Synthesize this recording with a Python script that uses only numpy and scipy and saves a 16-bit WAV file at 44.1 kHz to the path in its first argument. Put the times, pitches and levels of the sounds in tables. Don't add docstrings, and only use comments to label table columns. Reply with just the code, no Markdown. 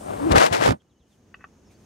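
import sys
import numpy as np
from scipy import signal
from scipy.fft import rfft, irfft
from scipy.io import wavfile

SR = 44100
rng = np.random.default_rng(int(sys.argv[2]) if len(sys.argv) > 2 else 0)


def to_wav(s):
    ch = np.atleast_2d(s).T
    pcm = np.round(np.clip(ch, -1, 1) * 32767)
    wavfile.write(sys.argv[1], SR, pcm.astype(np.int16))


N = 81585
T = np.arange(N) / SR
HZ = np.fft.rfftfreq(N, 1 / SR)

# frequency in Hz, relative level in dB.
HOLLOW_TONE = [(30, -39.5), (100, -21), (170, -18.5), (300, -4), (580, 1.5), (800, -2.5), (1200, -10.5),
               (2200, -27), (4000, -35.5), (16000, -65)]
WEAVE_TONE = [(100, -29.5), (800, -8), (1600, 7.5), (3000, 1.5), (5000, -2), (8000, -7), (11000, -13),
              (15500, -26.5)]
# frequency in Hz, likeness from 0 to 1, left phase lead in radians.
COVERED_PORTS = [(80.1, 0.95, -0.5), (164, 0.6, 0.3), (300, 1, 2.5), (715, .94, 3), (1480, 0.86, 4),
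                 (2920, 0.9, 5), (5500, 0.7, 6.5), (12000, 1, 4.5)]
OPEN_PORTS = [(100, 1, 0.00039), (400, 0.8, 0.0012), (1000, 0.6, 0), (5970, 0.4, 0.0024)]


def amp(db):
    return 10 ** (np.asarray(db) / 20)


def unit(x):
    return x / np.sqrt(np.mean(x ** 2) + 1e-20)


def curve(table):
    times, *columns = np.transpose(table)
    return [np.interp(T, times, column) for column in columns]


def spectrum(table):
    hz, *columns = np.transpose(table)
    return [np.interp(np.log(HZ + 1), np.log(hz), column) for column in columns]


def during(table):
    return np.clip((T - table[0][0]) / .005, 0, 1) * np.clip((table[-1][0] - T) / .005, 0, 1)


def swells(table):
    return sum(amp(db) * np.cos(np.pi / 2 * np.clip((T - centre) / half, -1, 1)) ** 2
               for centre, half, db in table)


def wander(rate_hz):
    return unit(irfft(rfft(rng.standard_normal(N)) / (1 + (HZ / rate_hz) ** 4), N))


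def pan(db):
    gains = amp(np.array([[.5], [-.5]]) * db)
    return gains / np.sqrt((gains ** 2).mean(0))


def grains(per_s, spread_db, wash):
    size = amp(spread_db * np.minimum(rng.exponential(1, (2, N)), 4))
    slips = size * rng.choice([-1, 1], (2, N)) * (rng.random((2, N)) < per_s / SR)
    return unit(slips) + wash * rng.standard_normal((2, N))


def texture(tone, ports, drive=None):
    left, unrelated = rfft(rng.standard_normal((2, N)) if drive is None else drive)
    likeness, lead = spectrum(ports)
    likeness = np.clip(likeness, 0, 1)
    right = (likeness * left + np.sqrt(1 - likeness ** 2) * unrelated) * np.exp(-1j * lead)
    return unit(irfft(np.array([left, right]) * amp(spectrum(tone)[0]), N))


def hiss():
    # time in seconds, level in dB.
    levels = [(0, -52), (.33, -51), (.4, -79), (.72, -66), (.75, -70.5), (.83, -100)]
    # frequency in Hz, relative level in dB.
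    tone = [(300, -15.5), (2500, -4), (4500, -4.5), (7500, 1), (8400, 6), (9300, 7), (10200, -8.5),
            (12500, -3.5), (15500, -17)]
    return texture(tone, OPEN_PORTS) * amp(curve(levels)[0])


def garden():
    # frequency in Hz, relative level in dB.
    rumble_tone = [(20, -22), (45, -5.5), (75, -0.5), (130, -5), (210, -1.5), (450, -10), (800, -17.5),
                   (2200, -28), (2950, -28), (3700, -32), (7000, -34), (15500, -46.5)]
    leaf_tone = [(300, -12.5), (2000, 0.5), (9000, -1.5), (15500, -13.5)]
    # time in seconds, level in dB.
    rumble_levels = [(0, -45), (.34, -34), (.45, -62), (.9, -64), (1.1, -62.5), (1.3, -57.5), (1.6, -57),
                     (1.85, -54.5)]
    # centre in seconds, half length in seconds, level in dB.
    brushes = [(1.128, 0.11, -73), (1.724, 0.036, -66.5), (1.824, 0.1, -70.5)]
    leaves = texture(leaf_tone, OPEN_PORTS, grains(per_s=3000, spread_db=3.5, wash=.8))
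    rumble = texture(rumble_tone, OPEN_PORTS) * amp(curve(rumble_levels)[0] + .37 * wander(rate_hz=12))
    return rumble + swells(brushes) * leaves


def insect():
    # time in seconds, relative level in dB.
    buzz_levels = [(.7, -82), (1, -77), (1.25, -74), (1.85, -69)]
    # frequency in Hz, relative level in dB.
    chorus_tone = [(3500, -40.5), (5300, -5), (6400, -1.5), (7000, -5), (8200, -31.5)]
    pitch_hz, sag_hz, chirps_per_s, chirp_centre_s = 6450, 450, 19.7, 1.185
    cycle = ((T - chirp_centre_s) * chirps_per_s + .5) % 1 - .5
    hz = pitch_hz - sag_hz * cycle + 110 * wander(rate_hz=500)
    chirps = np.cos(np.pi * cycle) ** 4 * np.sin(2 * np.pi * np.cumsum(hz) / SR)
    chorus = texture(chorus_tone, OPEN_PORTS)
    return amp(curve(buzz_levels)[0]) * (amp(-1) * chirps + amp(-3.5) * chorus)


def bird():
    # start and length in seconds, first and last pitch in Hz, level in dB.
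    notes = [(0.798, 0.021, 3300, 3220, -66.5), (0.893, .046, 4100, 2850, -74.5),
             (0.991, 0.052, 4200, 2750, -73), (1.105, 0.051, 3880, 2750, -70.5),
             (1.652, 0.043, 5550, 5130, -66.5), (1.689, 0.052, 2640, 2280, -68.5),
             (1.743, 0.027, 4380, 4850, -67.5)]
    # centre in seconds, half length in seconds, level in dB.
    whistles = [(.87, 0.027, -79.5), (.967, 0.035, -75), (1.07, 0.046, -76)]
    out = np.zeros(N)
    for start, length, from_hz, to_hz, db in notes:
        progress = np.clip((T - start) / length, 0, 1)
        hz = from_hz + (to_hz - from_hz) * progress + 150 * wander(rate_hz=500)
        arch = np.sqrt(4 * progress * (1 - progress))
        out += amp(db) * arch * np.sin(2 * np.pi * np.cumsum(hz) / SR)
    whistle_hz = 2980 + 100 * wander(rate_hz=500)
    return out + swells(whistles) * np.sin(2 * np.pi * np.cumsum(whistle_hz) / SR)


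def knock(centre_hz):
    # frequency in Hz, relative level in dB, seconds to fall 60 dB.
    modes = [(398, 2, .04), (743, -3.5, 0.018), (985, -14.5, 0.021), (1143, -4, 0.031), (1307, -4.5, 0.027),
             (1519, -9.5, 0.077), (1764, -5, 0.02), (1887, -9, 0.022), (2620, -5, 0.026),
             (2930, -10.5, 0.017), (3690, -15, 0.014), (4600, -20.5, 0.03)]
    fall_db_per_octave, attack_s = 11.5, .00058
    t = np.arange(SR // 5) / SR
    hz, db, t60 = np.transpose(modes)[:, :, None]
    strength = amp(db - fall_db_per_octave * abs(np.log2(hz / centre_hz)))
    decay = np.exp(-np.log(1000) * t / t60)
    partials = strength * decay * np.sin(2 * np.pi * (hz * t + rng.random(hz.shape)))
    return partials.sum(0) * np.minimum(t / attack_s, 1)


def clacks():
    # start in seconds, relative level in dB, most excited frequency in Hz.
    hits = [(1.3421, -33, 1670), (1.3439, -31.5, 2620), (1.441, -29.5, 1310), (1.446, -36.5, 1900)]
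    # centre in seconds, half length in seconds, level in dB.
    rattles = [(1.414, 0.016, -59), (1.42, .045, -61.5)]
    echo_db, echo_t60_s = -7, .08
    ticks = grains(per_s=900, spread_db=2, wash=0)[0]
    direct = swells(rattles) * unit(signal.fftconvolve(ticks, knock(centre_hz=1740))[:N])
    for start, db, centre_hz in hits:
        hit = amp(db) * knock(centre_hz)
        slot = direct[round(start * SR):][:len(hit)]
        slot += hit[:len(slot)]
    tail = rng.standard_normal((2, N)) * np.exp(-np.log(1000) * T / echo_t60_s)
    echo = signal.fftconvolve(direct[None], tail / np.linalg.norm(tail[0]), axes=1)[:, :N]
    return direct + amp(echo_db) * echo


def buffeting():
    # time in seconds, relative level in dB.
    gusts = [(0, -74), (.09, -40.5), (.22, -44), (.285, -36.5), (.305, -19.5), (.325, -20), (.342, -20.5),
             (.38, -28.5), (.41, -44), (.46, -54.5), (.495, -40.5), (.511, -31), (.535, -36.5), (.65, -34),
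             (.688, -21.5), (.72, -23.5), (.755, -42), (.78, -56)]
    # frequency in Hz, relative level in dB.
    gust_tone = [(15, -42.5), (45, -22), (75, -5.5), (115, -5), (170, -5), (300, -11), (2000, -80)]
    # frequency in Hz, likeness from 0 to 1, left phase lead in radians.
    pushed_ports = [(80, .995, 0), (130, .9, .3), (300, .85, 1.6)]
    trim_db = -1
    return texture(gust_tone, pushed_ports) * amp(trim_db + curve(gusts)[0]) * pan(db=-3) * during(gusts)


def shoves():
    # centre in seconds, pitch in Hz, envelope level in dB.
    billows = [(0.324, 70, -14), (.353, 62.6, -18), (.377, 70, -20), (0.513, 100, -25.5),
               (0.691, 120, -18.5), (.711, 89.7, -19.5), (.735, 125.3, -26), (1.012, 65, -53.5)]
    width_cycles = .42
    out = np.zeros(N)
    for centre, hz, db in billows:
        cycles = hz * (centre - T)
        out += amp(db) * np.sin(2 * np.pi * cycles) * np.exp(-.5 * (cycles / width_cycles) ** 2)
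    return out


def air_pocket():
    # time in seconds, pitch in Hz, level in dB.
    path = [(.2, 280, -33), (.24, 300.5, -23), (.275, 344.4, -17.5), (.302, 326.4, -19), (.322, 339, -25.5),
            (.336, 561, -20), (.348, 444, -20.5), (.36, 400, -33)]
    hz, db = curve(path)
    phase = 2 * np.pi * np.cumsum(hz * (1 + .06 * wander(rate_hz=90))) / SR
    hum = np.sin([phase, phase - 2])
    return hum * amp(db + 1.5 * wander(rate_hz=70)) * pan(db=2.5) * during(path)


def snaps():
    # peak time in seconds, thud in dB, crack in dB, left over right in dB.
    folds = [(0.3592, -2.5, -28.5, 1.5), (0.3824, -17.5, -11, 22), (0.4326, -24, -22.5, 6.5),
             (0.4643, -16, -16.5, 21.5), (0.5283, -28.5, -20.5, 10.5), (0.661, -11.5, -27, 7.5),
             (0.6783, -11, -25, -4.5), (0.6901, -12, -23.5, -10), (0.7077, -10, -24.5, -2),
             (0.82, -65, -64, -4)]
    rise_s, fall_s = .0009, .0024
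    thud, crack = texture(HOLLOW_TONE, COVERED_PORTS), texture(WEAVE_TONE, COVERED_PORTS)
    out = np.zeros((2, N))
    for peak, thud_db, crack_db, side_db in folds:
        burst = np.exp(-np.maximum((peak - T) / rise_s, (T - peak) / fall_s))
        out += burst * (amp(thud_db) * thud + amp(crack_db) * crack) * pan(side_db)
    return out


def cloth():
    # time in seconds, relative level in dB, left over right in dB.
    drag = [(0, -41.5, 7.5), (.09, -27.5, 6.5), (.2, -29, 5.5), (.225, -25, 10), (.285, -26.5, 10),
            (.32, -16.5, 3.5), (.345, -17, 9.5), (.362, -9, 5), (.395, -15, 3), (.415, -11.5, 5),
            (.462, -15, 0.5), (.5, -29.5, 7.5), (.545, -15.5, 2.5), (.585, -21.5, 4), (.6, -18.5, 7),
            (.66, -14.5, 1.5), (.695, -17.5, 0.5), (.725, -23, -5), (.736, -27.5, -3.5), (.8, -77.5, -2)]
    # time in seconds, relative level in dB.
    left_scrape = [(.29, -47), (.312, -34.5), (.322, -21), (.34, -45.5), (.36, -21.5), (.42, -22),
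                   (.465, -24), (.5, -44), (.523, -35), (.529, -21), (.555, -25.5), (.59, -33),
                   (.64, -24.5), (.669, -23.5), (.679, -52), (.722, -43.5), (.73, -50)]
    right_scrape = [(.6, -59), (.664, -39), (.677, -26), (.695, -31.5), (.724, -36), (.733, -50.5)]
    # frequency in Hz, relative level in dB.
    edge_tone = [(300, -32.5), (700, -5), (1000, 1), (1400, -2.5), (2100, -11), (3500, -21), (7000, -40.5),
                 (15000, -50)]
    drag_trim_db, scrape_trim_db = -3.5, -2
    edge_trim_db, edge_growth, firm_press_db = -5, .77, -15.5
    flutter_db = 1.3 * wander(rate_hz=170)
    drag_db, drag_side_db = curve(drag)
    hollow = texture(HOLLOW_TONE, COVERED_PORTS, grains(per_s=2500, spread_db=4.5, wash=.8))
    edge = texture(edge_tone, COVERED_PORTS, grains(per_s=4000, spread_db=3, wash=1))
    edge *= amp(edge_trim_db + edge_growth * (drag_db - firm_press_db))
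    out = (hollow + edge) * amp(drag_trim_db + drag_db + flutter_db) * pan(drag_side_db) * during(drag)
    for levels, side in (left_scrape, pan(db=22.5)), (right_scrape, pan(db=-20.5)):
        scrape = texture(WEAVE_TONE, COVERED_PORTS, grains(per_s=6000, spread_db=3, wash=.46))
        out += scrape * amp(scrape_trim_db + curve(levels)[0] + flutter_db) * side * during(levels)
    return out


def scene():
    return (cloth() + hiss() + snaps() + buffeting() + shoves() + air_pocket()
            + garden() + insect() + bird() + clacks())


def record(dry):
    low_cut_hz, high_cut_hz = 38, 15800
    highpass = signal.butter(2, low_cut_hz, "highpass", fs=SR, output="sos")
    lowpass = signal.firwin(511, high_cut_hz, window=("kaiser", 9), fs=SR)
    clipped = np.clip(signal.sosfilt(highpass, dry), -1, 1)
    return signal.oaconvolve(clipped, lowpass[None], "same")


dry = scene()
out = record(dry)
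to_wav(out)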